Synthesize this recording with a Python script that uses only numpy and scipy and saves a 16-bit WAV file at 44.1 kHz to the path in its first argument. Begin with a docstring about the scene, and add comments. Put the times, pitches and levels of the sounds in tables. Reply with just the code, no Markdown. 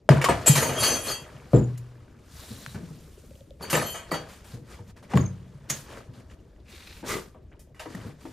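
"""A low room rumble, and almost at once a hard crack and a boom: a small hub wheel is wrestled out of
its tyre on a rubber-matted metal bench in a workshop, before two close microphones.
The wheel thuds on the hollow bench (decaying sines), loose steel tools jingle (resonators woken by clicks),
hard parts knock and tick (short bursts and sines), rubber, cloth and shoes rub and scuff (shaped noise
with small catches), and now and then rubber squeaks (falling sines)."""
import sys
import numpy as np
from scipy import signal
from scipy.fft import rfft, irfft, next_fast_len
from scipy.io import wavfile
from scipy.ndimage import uniform_filter1d

SR = 44100
rng = np.random.default_rng(int(sys.argv[2]) if len(sys.argv) > 2 else 0)


def dump(signal):
    """Clip the signal to [-1, 1] and save it as 16-bit WAV at the path in sys.argv[1]."""
    limited = np.clip(np.atleast_2d(signal).T, -1, 1)
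    pcm = np.round(limited * 32767).astype(np.int16)
    wavfile.write(sys.argv[1], SR, pcm)


N = 366912   # length [samples]
STEP = 20    # envelopes are computed on every 20th sample


def from_db(db):
    """Decibels to gain."""
    return 10 ** (np.asarray(db) / 20)


def rms_one(x):
    """Scale to rms 1."""
    return x / np.sqrt(np.mean(x ** 2) + 1e-20)


def at_hz(points, hz):
    """Read a table on a log-frequency axis."""
    table_hz, values = np.array(points).T
    return np.interp(np.log(hz), np.log(table_hz), values)


def highpass(x, hz, order=4):
    """Remove what lies below a frequency."""
    return signal.sosfilt(signal.butter(order, hz, "high", fs=SR, output="sos"), x)


def drift(rate_hz):
    """Slow chance of spread 1: noise through two equal one-pole smoothers, on every 40th sample."""
    r = np.exp(-2 * np.pi * rate_hz * 40 / SR)
    slow = signal.lfilter([1], [1, -2 * r, r * r], rng.standard_normal(N // 40 + 2002))
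    slow = rms_one(slow[2000:])   # skip the settling of the smoother
    return np.interp(np.arange(N) / 40, np.arange(len(slow)), slow)


def ring(clicks, hz, t60):
    """A resonator: a unit click sets a decaying sine of starting height 1 ringing."""
    r = from_db(-60 / (t60 * SR))
    w = 2 * np.pi * hz / SR
    return signal.lfilter([0, np.sin(w)], [1, -2 * r * np.cos(w), r * r], clicks + 1e-18)


def add(track, s, sound):
    """Mix a sound in at a time."""
    i = round(s * SR)
    track[i:i + len(sound)] += sound[:N - i]


def gestures(rows):
    """One coarse envelope a row: swell from 20 dB down, hold, die away."""
    start, rise, hold, t60, db = np.array(rows).T[:5, :, None]
    t = np.arange(0, N, STEP) / SR - start
    swell_db = np.minimum(-20 * (1 - t / rise), 0)
    fade_db = -60 * np.maximum(t - rise - hold, 0) / t60
    return from_db(db + np.maximum(swell_db + fade_db, -150)) * (t > 0)


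def fill(coarse):
    """From a coarse envelope to all samples."""
    return np.interp(np.arange(N) / STEP, np.arange(len(coarse)), coarse)


def random_clicks(per_s, spread_db):
    """Single clicks at random times, of random sign and uneven strength."""
    strength_db = spread_db * np.minimum(rng.exponential(1, N), 4)
    return (rng.random(N) < per_s / SR) * from_db(strength_db) * rng.choice([-1, 1], N)


def banded_noise(spectrum, tilt_db, patchy_db, grain_db):
    """Half-octave noise bands, each flickering on its own, all sharing a fast grain."""
    edges = 20 * 2 ** np.arange(0, 10.1, .5)
    white = rng.standard_normal((2, N))   # neighbouring bands take different noise
    total_power = sum(from_db(2 * at_hz(spectrum, hz)) * hz for hz in edges)
    out = 0
    for k, (low, high) in enumerate(zip(edges, edges[1:])):
        band = signal.sosfilt(signal.butter(2, [low, high], "band", fs=SR, output="sos"), white[k % 2])
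        hz = np.sqrt(low * high)
        level_db = at_hz(spectrum, hz) + tilt_db * np.log2(hz / 1500) + patchy_db * drift(30)
        out = out + band * from_db(level_db)
    return out * from_db(grain_db * drift(130)) * np.sqrt(SR / total_power)


# Colour of the workshop air before its overall level: (frequency [Hz], density [dB per Hz])
ROOM_TONE = [(12, -38), (20, -9.5), (65, 7.5), (107, 1), (182, -4), (459, -12), (1150, -39), (2460, -37),
             (7950, -48), (11100, -55), (14700, -55), (16000, -46)]
ROOM_TONE_DB = -51


def room_tone():
    """The low rumble of the room: coloured noise whose bands flicker separately."""
    return from_db(ROOM_TONE_DB) * banded_noise(ROOM_TONE, 0, patchy_db=4, grain_db=0.04)


# Decay of the workshop's echoes: (frequency [Hz], t60 [s])
SHOP_T60 = [(100, 0.5), (1000, 0.25), (8000, 0.22)]


def shop(x):
    """Echoes of the workshop: ten feedback delays, their loss following the decay table."""
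    size = next_fast_len(N + SR)
    hz = np.fft.rfftfreq(size, 1 / SR) + 1
    echoes = 0
    for k, lag in enumerate(rng.uniform(.015, 0.053, 10)):
        loop = from_db(-60 * lag / at_hz(SHOP_T60, hz)) * np.exp(-2j * np.pi * hz * lag)
        echoes = echoes + (-1) ** k * loop / (1 - loop)
    return irfft(rfft(x, size) * echoes, size)[:N]


# Resonances of the hub wheel: (frequency [Hz])
WHEEL_HZ = [470, 630, 950, 1240, 1550, 1750, 1950, 2340, 2900]


def grit():
    """Uneven small catches, each ringing one resonance of the wheel for 22 cycles (t60); rms 1."""
    catches = random_clicks(per_s=600, spread_db=4.0)
    dealt = rng.integers(0, len(WHEEL_HZ), N)
    return rms_one(sum(ring(catches * (dealt == k), hz, 22 / hz) for k, hz in enumerate(WHEEL_HZ)))


def bench_rumble():
    """The bench shaking: noise through three low resonances; rms 1."""
    shake = rng.standard_normal(N)
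    low, middle, high = ring(shake, 125, 0.035), ring(shake, 230, 0.031), ring(shake, 370, 0.017)
    return rms_one(low + from_db(-0.5) * middle + from_db(-8) * high)


# Rubber, cloth and soles sliding:
# (start [s], rise [s], hold [s], fade t60 [s], level [dB], tilt [dB per octave])
RUBS = [(0.097, 0.0054, 0.006, 0.48, -24.5, -2), (0.235, 0.038, .005, 4.6, -38.5, 0),
        (0.463, 0.016, 0.0034, 0.14, -27.5, -2), (0.494, 0.087, 0.19, 1.37, -34.5, -2.5),
        (0.702, .11, 0.15, 0.28, -31, 0), (1.021, 0.05, 0.031, 0.23, -32, 1),
        (1.445, 0.097, 0.051, 0.085, -53, 5.5), (1.542, .01, 0.0059, 0.16, -53, -3.5),
        (1.554, 0.021, 0.066, 1.2, -58, 1), (2.192, .2, 0.19, 2.6, -49.5, 4.5),
        (2.71, 0.052, 0.02, 1.7, -60, -9), (2.799, 0.13, 0.47, 0.22, -66, 6),
        (3.595, 0.018, 0.21, 0.28, -41.5, -1), (3.731, 0.02, 0.013, 0.48, -26, -1),
        (4.02, 0.059, 0.059, .2, -51.5, 0), (4.12, 0.02, 0.0076, 0.71, -40, -1),
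        (4.247, 0.05, 0.021, 0.58, -47.5, 3), (4.434, 0.011, 0.1, 0.28, -51.5, 3),
        (4.623, 0.094, 0.011, 0.45, -47, 1), (4.834, 0.053, 0.021, 0.053, -54.5, 2.5),
        (4.959, 0.0071, 0.0081, 0.19, -51, 0.5), (5.024, 0.0029, 0.0069, 0.21, -49, 0.5),
        (5.079, 0.04, .01, 0.097, -41, -1), (5.137, 0.02, 0.006, 0.44, -37, -0.5),
        (5.188, .01, 0.008, 9, -59, 0.5), (5.509, 0.18, .05, .2, -57, -1.5),
        (5.686, .01, 0.034, 0.58, -40, 4), (5.809, 0.091, 0.08, 0.33, -45, -0.5),
        (6.13, .008, 0.065, 0.24, -55, 0.5), (6.268, 0.043, 0.008, 0.19, -53.5, 0),
        (6.64, 0.059, 0.3, 0.55, -58, 5), (7.028, 0.0088, 0.018, 0.13, -46.5, -6),
        (7.035, 0.047, 0.053, 0.32, -31, 2.5), (7.513, 0.0062, 0.0053, 0.25, -62, -6),
        (7.803, 0.1, 0.18, 0.33, -48.5, 0.5), (8.163, 0.052, 0.11, 0.4, -54, 2)]
# Colour of the friction before each stroke's tilt: (frequency [Hz], density [dB per Hz])
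RUB_COLOUR = [(150, -38), (250, -22.5), (436, 2.5), (674, -8.5), (1200, -8), (1760, -11), (2090, -15),
              (5250, -19.5), (7440, -22.5), (16000, -32)]
GRIT_DB, RUB_SHAKE_DB = -6, -6   # catches and bench shake against the stroke, at zero tilt
SHAKE_RISE_S, SHAKE_T60_S = 0.011, 0.33   # bench shake after a thud


def rubbing():
    """Friction noise coloured by the loudest stroke; strokes and thuds leave the bench shaking."""
    strokes = gestures(RUBS) + 1e-9
    level = np.sqrt(np.sum(strokes ** 2, axis=0))
    tilt_db = np.array(RUBS)[:, -1] @ strokes ** 2 / level ** 2   # power-weighted
    fine_tilt_db = fill(tilt_db)
    friction = banded_noise(RUB_COLOUR, fine_tilt_db, patchy_db=1.5, grain_db=1.0)
    catches = from_db(GRIT_DB - 1.9 * fine_tilt_db) * grit()   # dull strokes are the grittier
    friction = fill(level) * (friction + catches)

    after = gestures([(s, SHAKE_RISE_S, 0, SHAKE_T60_S, db) for s, *_, db in THUDS]).sum(axis=0)
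    stroke_shake = from_db(RUB_SHAKE_DB - 1.9 * tilt_db) * level   # dull strokes shake the bench more
    rumble = fill(after + stroke_shake) * bench_rumble()
    return highpass(friction, 240) + highpass(rumble, 70)


# Strokes that sound through a hollow, and first the ringing of a knocked part at 1110 Hz:
# (start [s], rise [s], hold [s], fade t60 [s], level [dB], resonance [Hz], width [Hz])
RESONANT_NOISES = [(0.249, .006, 0.013, .05, -28.5, 1110, 30), (2.327, 0.072, 0.3, 0.43, -56.5, 3980, 500),
                   (6.644, 0.037, 0.33, 0.36, -59, 2590, 696),
                   (6.656, 0.079, 0.23, 0.33, -54.5, 3860, 1200),
                   (7.037, 0.027, 0.11, 0.26, -36.5, 415, 69.3), (7.066, 0.024, 0.058, 0.28, -40, 1202, 80),
                   (7.065, 0.021, 0.054, 0.2, -39, 2036, 140)]


def part_ring_and_hollow_rubs():
    """Grainy noise through one resonance a row: first a knocked part ringing, then hollow strokes."""
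    grain = rng.standard_normal(N) * from_db(3 * drift(90))
    out = np.zeros(N)
    for level, (*_, hz, width) in zip(gestures(RESONANT_NOISES), RESONANT_NOISES):
        t60 = np.log(1000) / (np.pi * width)
        out += fill(level) * rms_one(ring(grain, hz, t60))
    return out


# Rubber squeaks; the level falls 18 dB in one length, give or take the catching:
# (time [s], from [Hz], towards [Hz], length [s], level [dB])
SQUEAKS = [(1.539, 7430, 7060, 0.053, -36), (5.158, 7100, 6520, 0.082, -38.5)]


def squeaks():
    """Stick-slip whistles, rough and broken, sagging in pitch as the rubber slows."""
    out, waver, catch = np.zeros(N), drift(150), drift(60)
    for s, from_hz, to_hz, length, db in SQUEAKS:
        t = np.arange(round(3.7 * length * SR)) / SR
        hz = to_hz + (from_hz - to_hz) * np.exp(-2.5 * t / length) + 160 * waver[:len(t)]
        fade = (1 - np.exp(-t / 0.014)) * from_db(-18 * t / length + 10 * catch[:len(t)])
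        add(out, s, from_db(db) * np.sin(2 * np.pi * np.cumsum(hz) / SR) * fade)
    return out


# Small sharp ticks, each with a soft or fainter hollow blip:
# (time [s], click level [dB], click [Hz], blip level [dB])
TICKS = [(2.663, -21, 1500, -60), (3.309, -47, 2500, -44), (3.355, -44, 3000, -50),
         (3.408, -47, 3400, -43.5), (3.507, -42.5, 3500, -41.5), (3.755, -14, 1900, -40.5),
         (5.174, -16, 1830, -31), (5.973, -34, 1500, -42), (6.563, -56, 2000, -72)]
TICK_T60_S, BLIP_HZ, BLIP_PEAK_S = 0.0047, 547, 0.0053


def ticks():
    """A click that barely rings, and a low blip that swells and dies."""
    out, t = np.zeros(N), np.arange(SR // 10) / SR
    swell = (t / BLIP_PEAK_S * np.exp(1 - t / BLIP_PEAK_S)) ** 2
    blip = np.sin(2 * np.pi * BLIP_HZ * t) * swell
    for s, db, hz, blip_db in TICKS:
        click = from_db(db - 60 * t / TICK_T60_S) * np.cos(2 * np.pi * hz * t)
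        add(out, s, click + from_db(blip_db) * blip)
    return out


# Loose tools set shaking against each other:
# (start [s], rise [s], hold [s], fade t60 [s], level [dB], favoured pitch [Hz])
JINGLES = [(0.458, .003, 0.008, 0.19, -25, 7400), (0.495, .01, 0.064, 0.4, -43, 6190),
           (0.5, .02, 0.087, 0.31, -43, 4264), (0.798, 0.028, 0.015, 0.27, -40, 11200),
           (.6, 0.021, 0.041, 0.45, -38, 2480), (0.717, 0.02, 0.22, 0.43, -47, 3200),
           (0.762, 0.039, 0.085, 0.28, -32.5, 4460), (0.79, 0.024, 0.051, 0.49, -43, 6190),
           (0.828, .02, 0.21, 0.49, -50, 2540), (1.011, 0.051, 0.078, 0.22, -41.5, 3350),
           (3.613, 0.016, 0.0031, 0.097, -44, 4540), (3.7, 0.0045, 0.057, 0.28, -35.5, 11500),
           (3.793, 0.024, 0.12, 0.3, -44.5, 3110), (3.943, 0.012, .003, 0.038, -45, 7550),
           (4.107, 0.027, 0.0039, 0.12, -41.5, 4560)]
# Blows on the loose steel tools: (time [s], level [dB], favoured pitch [Hz])
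CLINKS = [(0.091, -31, 4960), (0.214, -33, 2700), (0.241, -26, 3080), (.287, -27.5, 8280),
          (0.46, -23, 7660), (0.471, -10.5, 7590), (0.476, -17.5, 7850), (0.478, -14, 10900),
          (.577, -23, 6080), (0.827, -20, 2520), (1.082, -26.5, 4340), (3.698, -27.5, 2900),
          (3.728, -16.5, 2766), (3.749, -25, 7340), (3.75, -36, 4560), (3.765, -29, 3830),
          (3.863, -36, 11700), (3.86, -36, 3110), (3.952, -39, 3110), (4.111, -33, 4560),
          (4.116, -26.5, 1940), (4.14, -37, 2930), (4.142, -40, 3250), (4.141, -40, 3830),
          (5.698, -23, 6600), (7.793, -44, 2590)]
# Modes of the tools: (frequency [Hz], width [Hz] that sets t60, level before the treble lift [dB])
STEEL = [(1940, 24, -8), (2475, 22, -4), (2690, 23, -6), (2930, 25, -5), (3110, 32, -4), (3245, 20, -5),
         (3830, 49, -9), (4278, 30, -2), (4560, 26, -6), (4960, 39, -6), (5860, 85, -9), (6190, 30, -4),
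         (6540, 42, -4), (6850, 36, -9), (7170, 30, -7), (7400, 65, -6), (7750, 61, -9), (8060, 38, -14),
         (8690, 55, -10), (9020, 47, -9), (9230, 31, -8), (9850, 70, -10), (10820, 60, -5),
         (11400, 50, -11), (11700, 62, -7), (12500, 37, -15), (13600, 33, -16), (14400, 46, -11),
         (14900, 34, -14)]
RING_FACTOR = 4.7   # t60 [s] = factor / width [Hz]
# modes away from the favoured pitch are weaker, down to a limit
FAVOUR_DB_PER_OCTAVE, SHAKEN_SPAN_DB, STRUCK_SPAN_DB = 129.5, 12, 24


def off_pitch_db(hz, favoured_hz, span_db):
    """How much weaker a mode is for lying away from the favoured pitch."""
    return np.minimum(FAVOUR_DB_PER_OCTAVE * np.abs(np.log2(hz / favoured_hz)), span_db)


def steel():
    """Touches and blows ring the tools' modes, mostly near a favoured pitch; width sets the ring time."""
    shaking = gestures(JINGLES)
    shaken_hz = np.array(JINGLES)[:, -1]
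    touches = random_clicks(per_s=1400, spread_db=2.4)
    dealt = rng.integers(0, 4, N)   # each touch wakes a quarter of the modes
    blow_s, blow_db, struck_hz = np.transpose(CLINKS)
    blow_at = np.round(blow_s * SR).astype(int)
    strengths_db = rng.normal(0, 1.0, (len(CLINKS), len(STEEL)))
    delays = rng.integers(0, 260, strengths_db.shape)   # a blow chatters for six milliseconds
    out = 0
    for k, (hz, width, db) in enumerate(STEEL):
        level = fill(from_db(-off_pitch_db(hz, shaken_hz, SHAKEN_SPAN_DB)) @ shaking)
        clicks = level * touches * (dealt == k % 4) * from_db(db + 4.5 * drift(14))
        struck_db = blow_db - off_pitch_db(hz, struck_hz, STRUCK_SPAN_DB) + strengths_db[:, k]
        clicks[blow_at + delays[:, k]] += from_db(struck_db)
        treble_lift = from_db(4.4 * np.log2(hz / 6000))
        out = out + treble_lift * ring(clicks, hz, RING_FACTOR / width)
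    return out


# Hard contacts:
# (time [s], crack level [dB], body pitch [Hz], tilt [dB per octave], tail t60 [s], tail level [dB])
KNOCKS = [(0.09, -5, 619, -6, 0.015, 1.5), (0.214, -19.5, 2220, -3, 0.2, -23.5),
          (0.242, -12, 2180, -2, 0.095, -16.5), (0.287, -10.5, 937, -6.5, 0.26, -16.5),
          (0.461, -19.5, 604, -2, 0.27, -25.5), (0.467, -15, 632, 5, 0.73, -24.5),
          (0.552, -23.5, 6400, 0, 0.27, -18.5), (0.577, -22, 6400, -2.5, 0.081, -19.5),
          (0.693, -28.5, 1200, -6.5, 0.12, -24.5), (0.622, -28, 1400, -5.5, 0.16, -19.5),
          (0.829, -28, 2530, -1, 0.33, -22), (1.082, -49, 540, -7.5, 0.34, -38.5),
          (1.533, -14, 500, -10, 0.12, -36), (1.775, -53, 634, 5, 0.058, -40.5),
          (2.743, -51, 570, -3.5, 0.11, -39.5), (3.609, -34, 1165, -14, 0.11, -55.5),
          (3.699, -31.5, 2960, 1, 0.12, -23.5), (3.729, -17, 1200, -4.5, 0.31, -20.5),
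          (3.942, -43, 3040, -4, 0.38, -36), (4.115, -18, 1220, -9, 0.15, -22.5),
          (4.14, -20.5, 1340, -6, 0.25, -30), (4.791, -43, 896, -8, 0.033, -44.5),
          (5.101, -42, 890, -3.5, 0.15, -48), (5.135, -18.5, 810, -8.5, 0.035, -18.5),
          (5.173, -14, 1103, -5, 0.036, -24.5), (5.699, -20, 5640, 1, 0.078, -20.5),
          (7.028, -38, 880, -6, .12, -53), (7.346, -46, 1120, -12.5, 0.19, -46.5),
          (7.593, -50.5, 602, 4.5, 0.18, -52), (7.746, -47.5, 1970, -3, 0.67, -57),
          (7.795, -31, 2760, -3, 0.22, -36), (7.854, -42, 726, -9, 0.11, -31),
          (7.949, -33, 1856, 0, 0.053, -42), (8.253, -41, 903, -6, 0.115, -42.5)]
CRACK_T60_S, CRACK_RISE_S, TAIL_RISE_S = 0.01, 0.001, 0.0037
BODY_DB, BODY_CYCLES = 1.5, 17   # body against crack; cycles that lengthen the body's t60
TAIL_RING, TAIL_WIDTH_HZ = 1.7, 40   # how far the wheel's resonances stand out of the noise


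def knocks():
    """A crack, a short ring at the pitch of the part struck, and a rough tail of many small resonances."""
    out, size = np.zeros(N), SR // 4
    t, hz = np.arange(size) / SR, np.fft.rfftfreq(size, 1 / SR) + 1
    wheel = sum(1 / np.hypot(1, 2 * (hz - mode_hz) / TAIL_WIDTH_HZ) for mode_hz in WHEEL_HZ)
    band_limits = 1 / (1 + (400 / hz) ** 4) / np.sqrt(1 + (hz / 12000) ** 6)
    for s, db, body_hz, tilt_db, t60, tail_db in KNOCKS:
        lumps = rng.standard_normal(len(hz))   # an uneven spectrum for each knock
        lumps = rms_one(uniform_filter1d(uniform_filter1d(lumps, size=10), size=10))
        colour = from_db(4 * lumps + tilt_db * np.log2(hz / 1500)) * (1 + TAIL_RING * wheel) * band_limits
        burst = rms_one(irfft(rfft(rng.standard_normal(size)) * colour, size))
        crack = from_db(db - 60 * t / CRACK_T60_S)
        tail = from_db(tail_db - 60 * t / t60) * (1 - np.exp(-t / TAIL_RISE_S))
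        body_t60 = 0.01 + BODY_CYCLES / body_hz
        body = from_db(db + BODY_DB - 60 * t / body_t60) * np.sin(2 * np.pi * body_hz * t)
        add(out, s, ((crack + tail) * burst + body) * (1 - np.exp(-t / CRACK_RISE_S)))
    return out


# Wheel and hands landing on the bench:
# (time [s], boom level [dB], boom pitch once settled [Hz], panel level [dB], after-shake level [dB])
THUDS = [(0.099, -1, 132.6, -19, -23), (0.286, -30, 122.5, -24.5, -22), (0.494, -3.5, 133.2, -43, -28),
         (0.815, -26.5, 104.6, -41.5, -51), (1.347, -35.5, 124.3, -64, -53.5), (1.536, -1, 122, -17, -12),
         (2.504, -33, 201.8, -63, -38), (2.673, -34, 119.6, -74, -57), (2.744, -27.5, 167.5, -61.5, -32.5),
         (2.826, -31.5, 166.4, -49, -56), (2.903, -31.5, 150.4, -63, -42), (3.603, -36.5, 161, -58, -69),
         (3.729, -19, 149.6, -37, -50), (4.123, -26, 159.2, -50, -59), (4.534, -30.5, 111.2, -52, -42),
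         (4.568, -36.5, 117.6, -52.5, -50), (4.796, -31, 98.4, -49, -48), (5.14, -13.5, 183.2, -33, -22),
         (5.153, -7.5, 130, -51, -24.5), (5.203, -15, 96.8, -59, -54), (5.546, -34, 130, -74, -59.5),
         (5.701, -27, 134, -46, -40.5), (6.086, -33.5, 123.5, -60, -47), (6.169, -35, 113, -68, -50),
         (7.03, -33, 260, -39.5, -72), (7.865, -44, 265, -44, -46), (7.946, -28, 174.3, -65, -40.5),
         (8.047, -34, 148, -51, -41), (8.252, -37, 259.4, -40, -51)]
# Panels of the bench, before each blow's own variation: (frequency [Hz], level [dB], t60 [s])
BENCH = [(231.3, -0.5, 0.092), (318.3, 5, 0.13), (405, 1, 0.091), (480.7, 1, 0.16), (527, -10.5, 0.17),
         (631, -6, 0.086), (720, -10.5, 0.059), (853, -12, 0.03), (970, -19.5, 0.096), (1010, -19.5, 0.076),
         (1230, -21.5, 0.092), (1390, -22.5, 0.056)]
BOOM_T60_S = 0.12
LINGER_DB, LINGER_T60_S = -21, 0.89   # the frame of the bench hums on after a boom
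BOOM_SAG, BOOM_SAG_S = 0.18, .012   # a boom starts this share sharp and settles


def thuds():
    """A soft blow: the hollow bench booms at a pitch set by the load, and its panels ring."""
    out, t = np.zeros(N), np.arange(SR // 2) / SR
    sagging_t = t + BOOM_SAG * BOOM_SAG_S * (1 - np.exp(-t / BOOM_SAG_S))
    boom_fade = from_db(-60 * t / BOOM_T60_S) + from_db(LINGER_DB - 60 * t / LINGER_T60_S)
    boom_fade *= 1 - np.exp(-t / 0.003)
    for s, db, hz, panel_db, _ in THUDS:
        boom = np.sin(2 * np.pi * hz * sagging_t) * boom_fade
        panels = 0
        for mode_hz, mode_db, mode_t60 in BENCH:
            level_db = mode_db + rng.normal(0, 3.5)   # each blow excites the panels differently
            panels = panels + from_db(level_db - 60 * t / mode_t60) * np.sin(2 * np.pi * mode_hz * t)
        add(out, s, from_db(db) * boom + from_db(panel_db) * panels * (1 - np.exp(-t / 0.0027)))
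    return out


# Smeared side signal against the middle: (frequency [Hz], level [dB])
SPREAD = [(60, -28.5), (180, -15), (550, -8), (1650, -11.5), (4970, -9.5), (15000, -5)]


def widen(x):
    """Two close microphones: the side is the sound smeared by scattered echoes."""
    size = next_fast_len(N + 8000)
    hz = np.fft.rfftfreq(size, 1 / SR) + 1
    smear = rng.standard_normal(6000) * from_db(-60 * np.arange(6000) / (.15 * SR))
    smear /= np.sqrt(np.sum(smear ** 2))
    side = irfft(rfft(x, size) * rfft(smear, size) * from_db(at_hz(SPREAD, hz)), size)[:N]
    lows = signal.sosfilt(signal.butter(1, 1500, fs=SR, output="sos"), x)
    side = side + .075 * lows   # lows sit a little left
    return np.array([x + side, x - side])


ECHO_DB = -19   # gain of the workshop's echoes


def scene():
    """All sources on the bench and in the room, heard at the two microphones."""
    hits = squeaks() + ticks() + steel() + knocks() + thuds()
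    hits = highpass(hits, 78)   # a small bench radiates no deep bass
    echoes = from_db(ECHO_DB) * shop(hits)
    return widen(room_tone() + rubbing() + part_ring_and_hollow_rubs() + echoes + hits)


def record(dry):
    """The microphone droops in the top octave, overload clips, the top is cut."""
    drooped = signal.sosfilt(signal.butter(2, 13000, fs=SR, output="sos"), dry)
    clipped = np.clip(drooped, -.94, .94)
    top_cut = signal.cheby2(12, 70, 16600, fs=SR, output="sos")   # 70 dB down from 16600 Hz up
    return signal.sosfilt(top_cut, clipped)


dry = scene()
out = record(dry)
dump(out)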